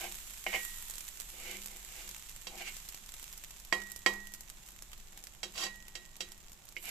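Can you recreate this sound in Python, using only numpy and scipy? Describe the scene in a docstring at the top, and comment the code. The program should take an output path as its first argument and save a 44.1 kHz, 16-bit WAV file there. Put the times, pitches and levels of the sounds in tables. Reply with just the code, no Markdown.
"""A small kitchen, close to a nonstick pan in which a pancake fries.
Steam bubbles burst under the batter, their many impulses merging into a hiss, and fat spits.
A slotted steel spatula is pushed under the edge, knocks twice on the pan, then taps and scrapes
with its rim: impact and stick-slip friction excite the damped modes of blade and pan.
A low rumble lies beneath."""
import sys
import numpy as np
from scipy import signal
from scipy.fft import rfft, irfft, next_fast_len
from scipy.io import wavfile

SR = 44100
rng = np.random.default_rng(int(sys.argv[2]) if len(sys.argv) > 2 else 0)


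def transcribe(u):
    """Save the signal u as a 16-bit wav file named by the first command-line argument.

    u: samples, shape (n,) or (channels, n), limited to [-1, 1]; the rate is SR.
    q: integer samples, one column per channel.
    """
    v = np.clip(np.atleast_2d(u).T, -1, 1)
    q = np.round(v * 32767).astype(np.int16)
    wavfile.write(sys.argv[1], SR, q)


N = 304279
TIME = np.arange(N) / SR
AGE = TIME[:SR * 5 // 8]   # time since an excitation [s]


# Spectrum of the bursting steam bubbles: (frequency [Hz], spectral level [dB])
SIZZLE_SPECTRUM = [(150, -40), (500, -20), (1000, -7), (1500, -5.5), (2400, -2.5), (3500, -0.5),
                   (4800, -4.5), (5800, -1.5), (7600, 3.5), (8700, -6.5), (10500, -10.5), (12500, -6),
                   (14200, -9), (15000, -64)]

def sizzle():
    """Shot noise: steam bubbles burst at random round the batter; the smallest merge into a hiss."""
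    crackle = 0
    for spot in range(6):
        # each spot reaches the two ears by paths of its own
        burst = rng.standard_normal((2, len(AGE))) * (decay(.003) + from_db(-12) * decay(.025))
        onsets = impulses(per_s=55, spread_db=4.6)
        crackle = crackle + signal.oaconvolve(onsets[None], burst[:, :SR // 60], axes=1)[:, :N]
    hiss = unit_rms(rng.standard_normal((2, N)))
    crackle_ratio = from_db(-4 + .68 * TIME)   # single bursts stand out more as the batter dries
    frying = coloured((crackle_ratio * unit_rms(crackle) + hiss) / np.hypot(crackle_ratio, 1),
                      SIZZLE_SPECTRUM)
    fizz = signal.sosfiltfilt(signal.butter(6, 8500, "high", fs=SR, output="sos"), frying)
    sizzle_gain, fizz_gain = frying_gains()
    return sizzle_gain * unit_rms(frying - fizz) + fizz_gain * unit_rms(fizz)


# Wet batter meets the hot pan: (peak time [s], rise time [s], sizzle level [dB], fizz level [dB])
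FLARES = [(0.02, .05, -52.5, -54.5), (0.64, 0.11, -50, -49), (0.92, 0.12, -58.5, -56),
          (1.54, 0.17, -55.5, -57), (2.04, 0.15, -53.5, -58), (2.76, .13, -54.5, -58),
          (3.26, 0.086, -57, -60), (6.88, 0.047, -54.5, -48.5)]

def frying_gains(fall_s=.21):
    """Incoherent sources add in power: flares ride on frying that fades as the underside dries."""
    power = from_db([-54 - 1.5 * TIME, -54.5 - 2.5 * TIME]) ** 2   # sizzle, then the finer fizz
    for peak_s, rise_s, *levels_db in FLARES:
        exponent = np.where(TIME < peak_s, ((peak_s - TIME) / rise_s) ** 2 / 2, (TIME - peak_s) / fall_s)
        power = power + np.outer(from_db(levels_db), np.exp(-exponent)) ** 2
    return np.sqrt(power)


# Spectra of a bubble's bright snap and duller plop: (frequency [Hz], spectral level [dB])
SNAP_SPECTRUM = [(400, -10), (1500, -16), (3500, -10), (7500, 1), (9500, -6.5), (13000, -0.5), (15000, -8)]
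PLOP_SPECTRUM = [(300, -23), (1100, 1), (2500, 4), (4000, 2), (7000, -4), (15000, -38)]

def spit(level_db, plop_db, balance_db):
    """A brief pulse is broadband: a bubble snaps in milliseconds; pan and walls return a faint trail."""
    size = SR // 8
    envelope = (decay(.0024) + from_db(-10) * decay(.034) + from_db(-26) * decay(.18))[:size]
    snap = (noise(SNAP_SPECTRUM, size) + from_db(plop_db) * noise(PLOP_SPECTRUM, size)) * envelope
    snap /= np.linalg.norm(snap, axis=1, keepdims=True)
    return from_db(level_db + 12.5) * ear_gains(balance_db) * snap


# The loudest spits of fat: (time [s], relative level [dB], plop re snap [dB], left-right [dB])
LOUD_SPITS = [(0.1502, -32, -27, -2), (0.8976, -27.5, -39, -10), (0.9373, -31, -25, -10),
              (0.9543, -31, -26, -5), (0.9811, -28.5, -16, -12), (1.0061, -28, -16, -7),
              (1.2, -26.5, -25, -15), (1.207, -28.5, -13, -5), (1.6586, -26, -30, -6),
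              (2.0902, -29, -17, -2), (2.2935, -32, -22, -2), (2.7662, -30, -20, 0), (2.8874, -28, -12, -4),
              (2.9447, -29, -10, -2), (3.0903, -33, -8, -3), (3.1389, -30.5, -7, -1),
              (3.2274, -31.5, -10, -5), (3.3268, -32, -17, -5), (3.3756, -31.5, -22, -6),
              (3.437, -30, -8, -3.5), (3.817, -33, 3, -6), (3.917, -26.5, -24, -6), (3.9608, -28, -31, -10),
              (4.2703, -32.5, -6, -6), (4.337, -27.5, -29, -8.5), (4.3471, -33, -8, -6),
              (4.4067, -30, -32, -2), (4.4994, -30.5, -8, -2), (4.822, -30.5, -26, -3),
              (4.9307, -33, -0.5, -4), (5.1741, -34, -4, -3), (5.238, -32, -15, -1),
              (5.2696, -32.5, -6, -6), (5.881, -34, -7, -3), (6.1654, -35.5, -11, -3.5),
              (6.3186, -32, -8, -5.5), (6.5177, -37, -22, -1), (6.688, -35.5, -35, -5)]

def spits(small_per_s=8):
    """A random point process scatters small spits among the loud; they weaken as the batter dries."""
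    out = np.zeros((2, N))
    for time_s, level_db, plop_db, balance_db in LOUD_SPITS:
        add(out, time_s + .001, spit(level_db, plop_db, balance_db))
    for when, smallness, place in rng.random((int(small_per_s * N / SR), 3)):
        time_s = when * N / SR
        level_db = -31.5 - 8.5 * np.sqrt(smallness) - .4 * time_s
        add(out, time_s, spit(level_db, plop_db=-14, balance_db=-3 + 4 * (2 * place - 1)))
    return out


# Resolved modes of pan and blade: (frequency [Hz], level [dB], T60 [s], left-right [dB])
PAN_RING_MODES = [(200, -13.5, 0.82, 3.5), (323, -20.5, 0.48, -13), (356.6, -7.5, 0.28, 0),
                  (387.5, -18.5, 0.39, -7.5), (508.8, -5, 0.16, 7)]
PAN_FLOOR_MODES = [(539, -17, 0.13, 6), (654, -10, 0.073, 8.1), (685, -2, 0.032, 8.9), (771.5, -8, 0.12, 9),
                   (1028, -7.5, 0.041, 5.2)]
SLAP_MODES = [(1057, -15.5, 0.094, -1), (1353, -22, 0.088, -1), (1736, -28, 0.085, -12),
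              (1970, 4, 0.0082, -20), (1903, -11, 0.13, -13), (2170, -31, 0.064, -12),
              (2470, -25.5, 0.23, -6), (3208, -20, .1, -16), (4670, -11.5, 0.029, -16)]
PRESSED_MODES = [(2168, -1, .055, -12), (2260, -9, .05, -9), (2360, -9, .05, -8), (2480, -15, .07, -8),
                 (2810, -14, .11, -6), (2995, -13, .12, -6)]
RIM_MODES = [(2720, -4.5, 0.076, -17), (3000, -27, 0.062, -6), (3210, -5.5, .12, -16),
             (3280, -12, 0.081, 0), (3885, -9, 0.19, -9), (3920, -11, 0.12, -8), (4510, -15, .1, -1),
             (4716, -4.5, 0.088, -22), (4790, -14, 0.071, -10), (5050, -16, 0.074, -2),
             (5470, -14, 0.078, -7), (5650, -3.5, 0.077, -19), (6400, -20, 0.072, -5),
             (6650, -10, 0.095, -7), (6780, -13, .1, -4), (7350, -13, 0.12, -6), (7720, -9, 0.11, -7),
             (9020, -18.5, .11, 5)]
# Their clatter, modes too dense and brief to resolve: (frequency [Hz], spectral level [dB])
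RING_CLATTER = [(70, -12), (170, -10), (270, -16), (360, 4), (520, -14), (700, -7), (1500, -30.5)]
FLOOR_CLATTER = [(100, -42), (350, -13.5), (560, -7), (780, 1), (1020, -9.5), (1250, -18), (2200, -2.5),
                 (5000, -42.5)]
SLAP_CLATTER = [(100, -16), (500, -5), (1050, 7), (1450, -7), (1800, -25), (2200, 5), (2800, -22),
                (4700, -5.5), (9000, -19)]
PRESSED_CLATTER = [(100, -59), (1300, -60), (1550, -17), (1850, -1), (2250, 12), (2600, -2.5), (3000, -1),
                   (3500, -33), (6000, -38), (14000, -30)]
RIM_CLATTER = [(100, -45), (700, -17), (1400, 0), (2000, -5.5), (2700, 4.5), (4400, 0.5), (6000, -1),
               (7700, 0.5), (8600, -8), (10000, -10.5), (13000, -8.5), (15000, -47)]

def resonators():
    """Impulse responses: the pan's slow ring and its floor; the blade slapped, pressed and on its rim."""
    ring = response(PAN_RING_MODES, RING_CLATTER, clatter_db=-10.5, t60=.017, room_db=-5, room_t60=.43)
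    floor = response(PAN_FLOOR_MODES, FLOOR_CLATTER, clatter_db=1.5, t60=.014, room_db=-18, room_t60=.21)
    slap = response(SLAP_MODES, SLAP_CLATTER, clatter_db=-9.5, t60=.021, room_db=-15, room_t60=.32)
    pressed = response(PRESSED_MODES, PRESSED_CLATTER, clatter_db=-6, t60=.044, room_db=-17, room_t60=.32)
    rim = response(RIM_MODES, RIM_CLATTER, clatter_db=-4, t60=.086, room_db=-11, room_t60=.34)
    return ring, floor, slap, pressed, rim


# Spatula blows: (time [s], force level [dB], free blade level [dB], kind of contact)
BLOWS = [(0.4646, -27, -44, "jab"), (0.529, -33, -58, "judder"), (0.5375, -25.5, -60, "judder"),
         (0.5455, -27.5, -57, "judder"), (0.561, -34, -41.5, "judder"), (2.469, -41.5, -81, "tip"),
         (3.7251, -18, -35, "knock"), (4.0616, -14.5, -33.5, "knock"), (5.431, -36, -65, "tip"),
         (5.577, -41.5, -60, "rim"), (5.604, -49, -56, "tip"), (5.634, -38.5, -42, "rim"),
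         (5.666, -37, -60, "knock"), (5.9524, -41, -52, "rim"), (6.2054, -35.5, -56, "rim"),
         (6.7656, -35, -75, "cushioned")]
# Coupling by kind of contact: (pan ring [dB], pan floor [dB], slap [dB], pressed blade [dB], rim [dB])
COUPLING = {"jab": (-14, -6, -17, 1.5, -18), "judder": (-25, -7.5, -19, 2, -27),
            "knock": (-17.5, -13, 0.5, -11, -16), "tip": (-7.5, -4.5, -3, -8, 1),
            "rim": (-10, -10.5, -12, -4, 0.5), "cushioned": (-18, -23, -27, 1.5, -15.5)}
# Mode of the blade clear of the pan: (frequency [Hz], level [dB], T60 [s], left-right [dB])
FREE_BLADE_MODE = [(1908, 0, 0.63, -15)]

def spatula_blows():
    """Impact excitation: each blow shares its force among the resonators, and the free blade rings on."""
    out = np.zeros((2, N))
    parts, free_ring = resonators(), damped_modes(FREE_BLADE_MODE)
    for time_s, force_db, free_db, contact in BLOWS:
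        hit = sum(from_db(force_db + db) * part() for db, part in zip(COUPLING[contact], parts))
        add(out, time_s, hit + from_db(free_db) * free_ring)
    return out


# Flat blade under the pancake: (start [s], duration [s], blade [dB], pan floor [dB], pan ring [dB])
PUSHES = [(-0.03, 0.12, -46.5, -46.5, -56.5), (0.46, .16, -43, -52, -58), (1.266, 0.15, -63, -68, -59.5),
          (1.359, .25, -48, -58.5, -56.5), (1.631, .17, -61.5, -66, -65), (1.792, .33, -59, -64.5, -63.5),
          (2.475, .11, -60, -55.5, -58.5), (2.561, .085, -46, -54, -64), (2.634, 0.075, -43, -58, -61),
          (5.108, .11, -67, -70, -68), (6.819, 0.13, -45.5, -54, -62)]
# The blade's rim drawn across the pan: (start [s], duration [s], friction level [dB])
RIM_STROKE = (5.535, 0.15, -37)

def spatula_scrapes():
    """Stick-slip friction: steel catches and slips on the coating, driving the modes of blade and pan."""
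    ring, floor, slap, pressed, rim = resonators()
    on_blade, on_floor, on_ring = sum(np.outer(from_db(levels_db), pressure(start, duration))
                                      for start, duration, *levels_db in PUSHES)
    start, duration, friction_db = RIM_STROKE
    stroke = from_db(friction_db) * pressure(start, duration)
    slips = impulses(per_s=2500, spread_db=3.5)
    rasp_clicks = np.array([impulses(per_s=2900, spread_db=.5) for ear in range(2)])
    rasp = coloured(rasp_clicks, RIM_CLATTER)   # heard straight from the contact
    return (rubbed(ring, slips * (on_ring + from_db(-15) * stroke))
            + rubbed(floor, slips * (on_floor + from_db(-11.5) * stroke))
            + rubbed(pressed, slips * on_blade)
            + rubbed(slap, slips * from_db(-9.5) * stroke)
            + rubbed(rim, slips * (from_db(-3) * stroke + from_db(-13) * on_blade))
            + rasp * (from_db(-5) * stroke + from_db(-4) * on_blade))


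def pressure(start, duration, rise_share=.61):
    """Normal force of a stroke: the hand presses harder and harder, then lets go."""
    return np.interp((TIME - start) / duration, [0, rise_share, 1], [0, 1, 0]) ** .89


def rubbed(part, friction):
    """Forced vibration: friction clicks are convolved with a part's unit-energy impulse response."""
    blow = part()
    return signal.oaconvolve(friction[None], blow / np.linalg.norm(blow.mean(0)), axes=1)[:, :N]


def response(modes, clatter, clatter_db, t60, room_db, room_t60):
    """Superposition: each strike gives the same clear modes, with new clatter and its reverberation."""
    attack = 1 - decay(.0035)
    clear = damped_modes(modes)
    envelope = from_db(clatter_db) * np.hypot(decay(t60), from_db(room_db) * decay(room_t60))
    return lambda: attack * (clear + envelope * noise(clatter, len(AGE)))


def damped_modes(modes):
    """Free vibration: a sum of decaying sines, each with its own place between the ears."""
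    return sum(ear_gains(balance_db) * from_db(db) * decay(t60) * np.sin(2 * np.pi * hz * AGE)
               for hz, db, t60, balance_db in modes)


# Background of the kitchen: (frequency [Hz], spectral level [dB])
ROOM_SPECTRUM = [(12, -10.5), (22, 3.5), (31, -16), (42, -3.5), (60, -15), (78, -19), (110, -17.5),
                 (200, -18.5), (280, -27.5), (360, -23), (450, -28.5), (800, -24.5), (1300, -29.5),
                 (3000, -37)]

def room(wavers_per_s=4.03):
    """Ambient noise: steady air over a low rumble whose amplitude wavers and slowly sinks."""
    air = noise(ROOM_SPECTRUM, N)
    rumble = signal.sosfiltfilt(signal.butter(2, 75, fs=SR, output="sos"), air)
    waver_db = np.interp(TIME * wavers_per_s, np.arange(100), rng.standard_normal(100))
    rumble_gain = from_db(-54.5 - .5 * TIME + waver_db)
    return rumble_gain * unit_rms(rumble) + from_db(-65) * unit_rms(air - rumble)


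# Interaural level difference: (frequency [Hz], left-right [dB])
EAR_BALANCE = [(60, 0), (350, -2.5), (700, 2.5), (1300, 1), (2200, -6), (4400, -3.5), (8000, -4.5),
               (14000, -6.5)]
# Interaural coherence: (frequency [Hz], correlation [0 to 1])
EAR_COHERENCE = [(60, 0.89), (300, 0.64), (700, 0.44), (1400, 0.31), (3100, 0), (6800, 0.03),
                 (15000, 0.028)]

def coloured(pair, spectrum):
    """Spectral shaping: two independent white signals gain a colour and a place between the ears."""
    size = next_fast_len(pair.shape[1], True)
    hz = np.arange(size // 2 + 1) * SR / size
    mid, side = rfft(pair, size)
    coherence, balance_db = at_hz(EAR_COHERENCE, hz), at_hz(EAR_BALANCE, hz)
    sign = np.array([[1], [-1]])
    ears = np.sqrt(1 + coherence) * mid + sign * np.sqrt(1 - coherence) * side
    gain = from_db(at_hz(spectrum, hz) + sign * balance_db / 2)
    return unit_rms(irfft(ears * gain, size)[:, :pair.shape[1]])


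def noise(spectrum, size):
    """Stereo Gaussian noise with a given spectrum."""
    return coloured(rng.standard_normal((2, size)), spectrum)


def impulses(per_s, spread_db):
    """A Poisson train of clicks, many small and a few large; rms 1."""
    rank = np.minimum(rng.exponential(1, N), 4)
    clicks = from_db(spread_db * rank) * rng.choice([-1, 1], N) * (rng.random(N) < per_s / SR)
    return clicks / np.std(clicks)


def decay(t60):
    """Exponential damping: a fall of 60 dB in t60 seconds."""
    return np.exp(-np.log(1000) * AGE / t60)


def ear_gains(balance_db):
    """A level difference as left and right gains with mean 1."""
    pair = from_db(np.array([[balance_db], [-balance_db]]) / 2)
    return pair / pair.mean()


def from_db(db):
    """Level to amplitude ratio."""
    return 10 ** (np.asarray(db) / 20)


def unit_rms(pair):
    """Scale a stereo pair so that its centre has rms 1."""
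    return pair / np.std(pair.mean(0))


def at_hz(points, hz):
    """Interpolate a table on a log-frequency axis."""
    table_hz, value = np.transpose(points)
    return np.interp(np.log(hz + 1), np.log(table_hz), value)


def add(out, time_s, sound):
    """Superpose a sound at a given time."""
    i = max(round(time_s * SR), 0)
    out[:, i:i + sound.shape[1]] += sound[:, :N - i]


def scene():
    """Spatula, frying and room superpose; the thin pan is a poor radiator of bass."""
    bass_cut = signal.butter(4, 165, "high", fs=SR, output="sos")
    spatula = signal.sosfilt(bass_cut, spatula_blows() + spatula_scrapes())
    return sizzle() + spits() + spatula + room()


def record(dry, cutoff_hz=14500):
    """Band limiting: a steep low-pass removes the highest treble."""
    return signal.sosfilt(signal.ellip(10, .2, 80, cutoff_hz, fs=SR, output="sos"), dry)


dry = scene()
out = record(dry)
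transcribe(out)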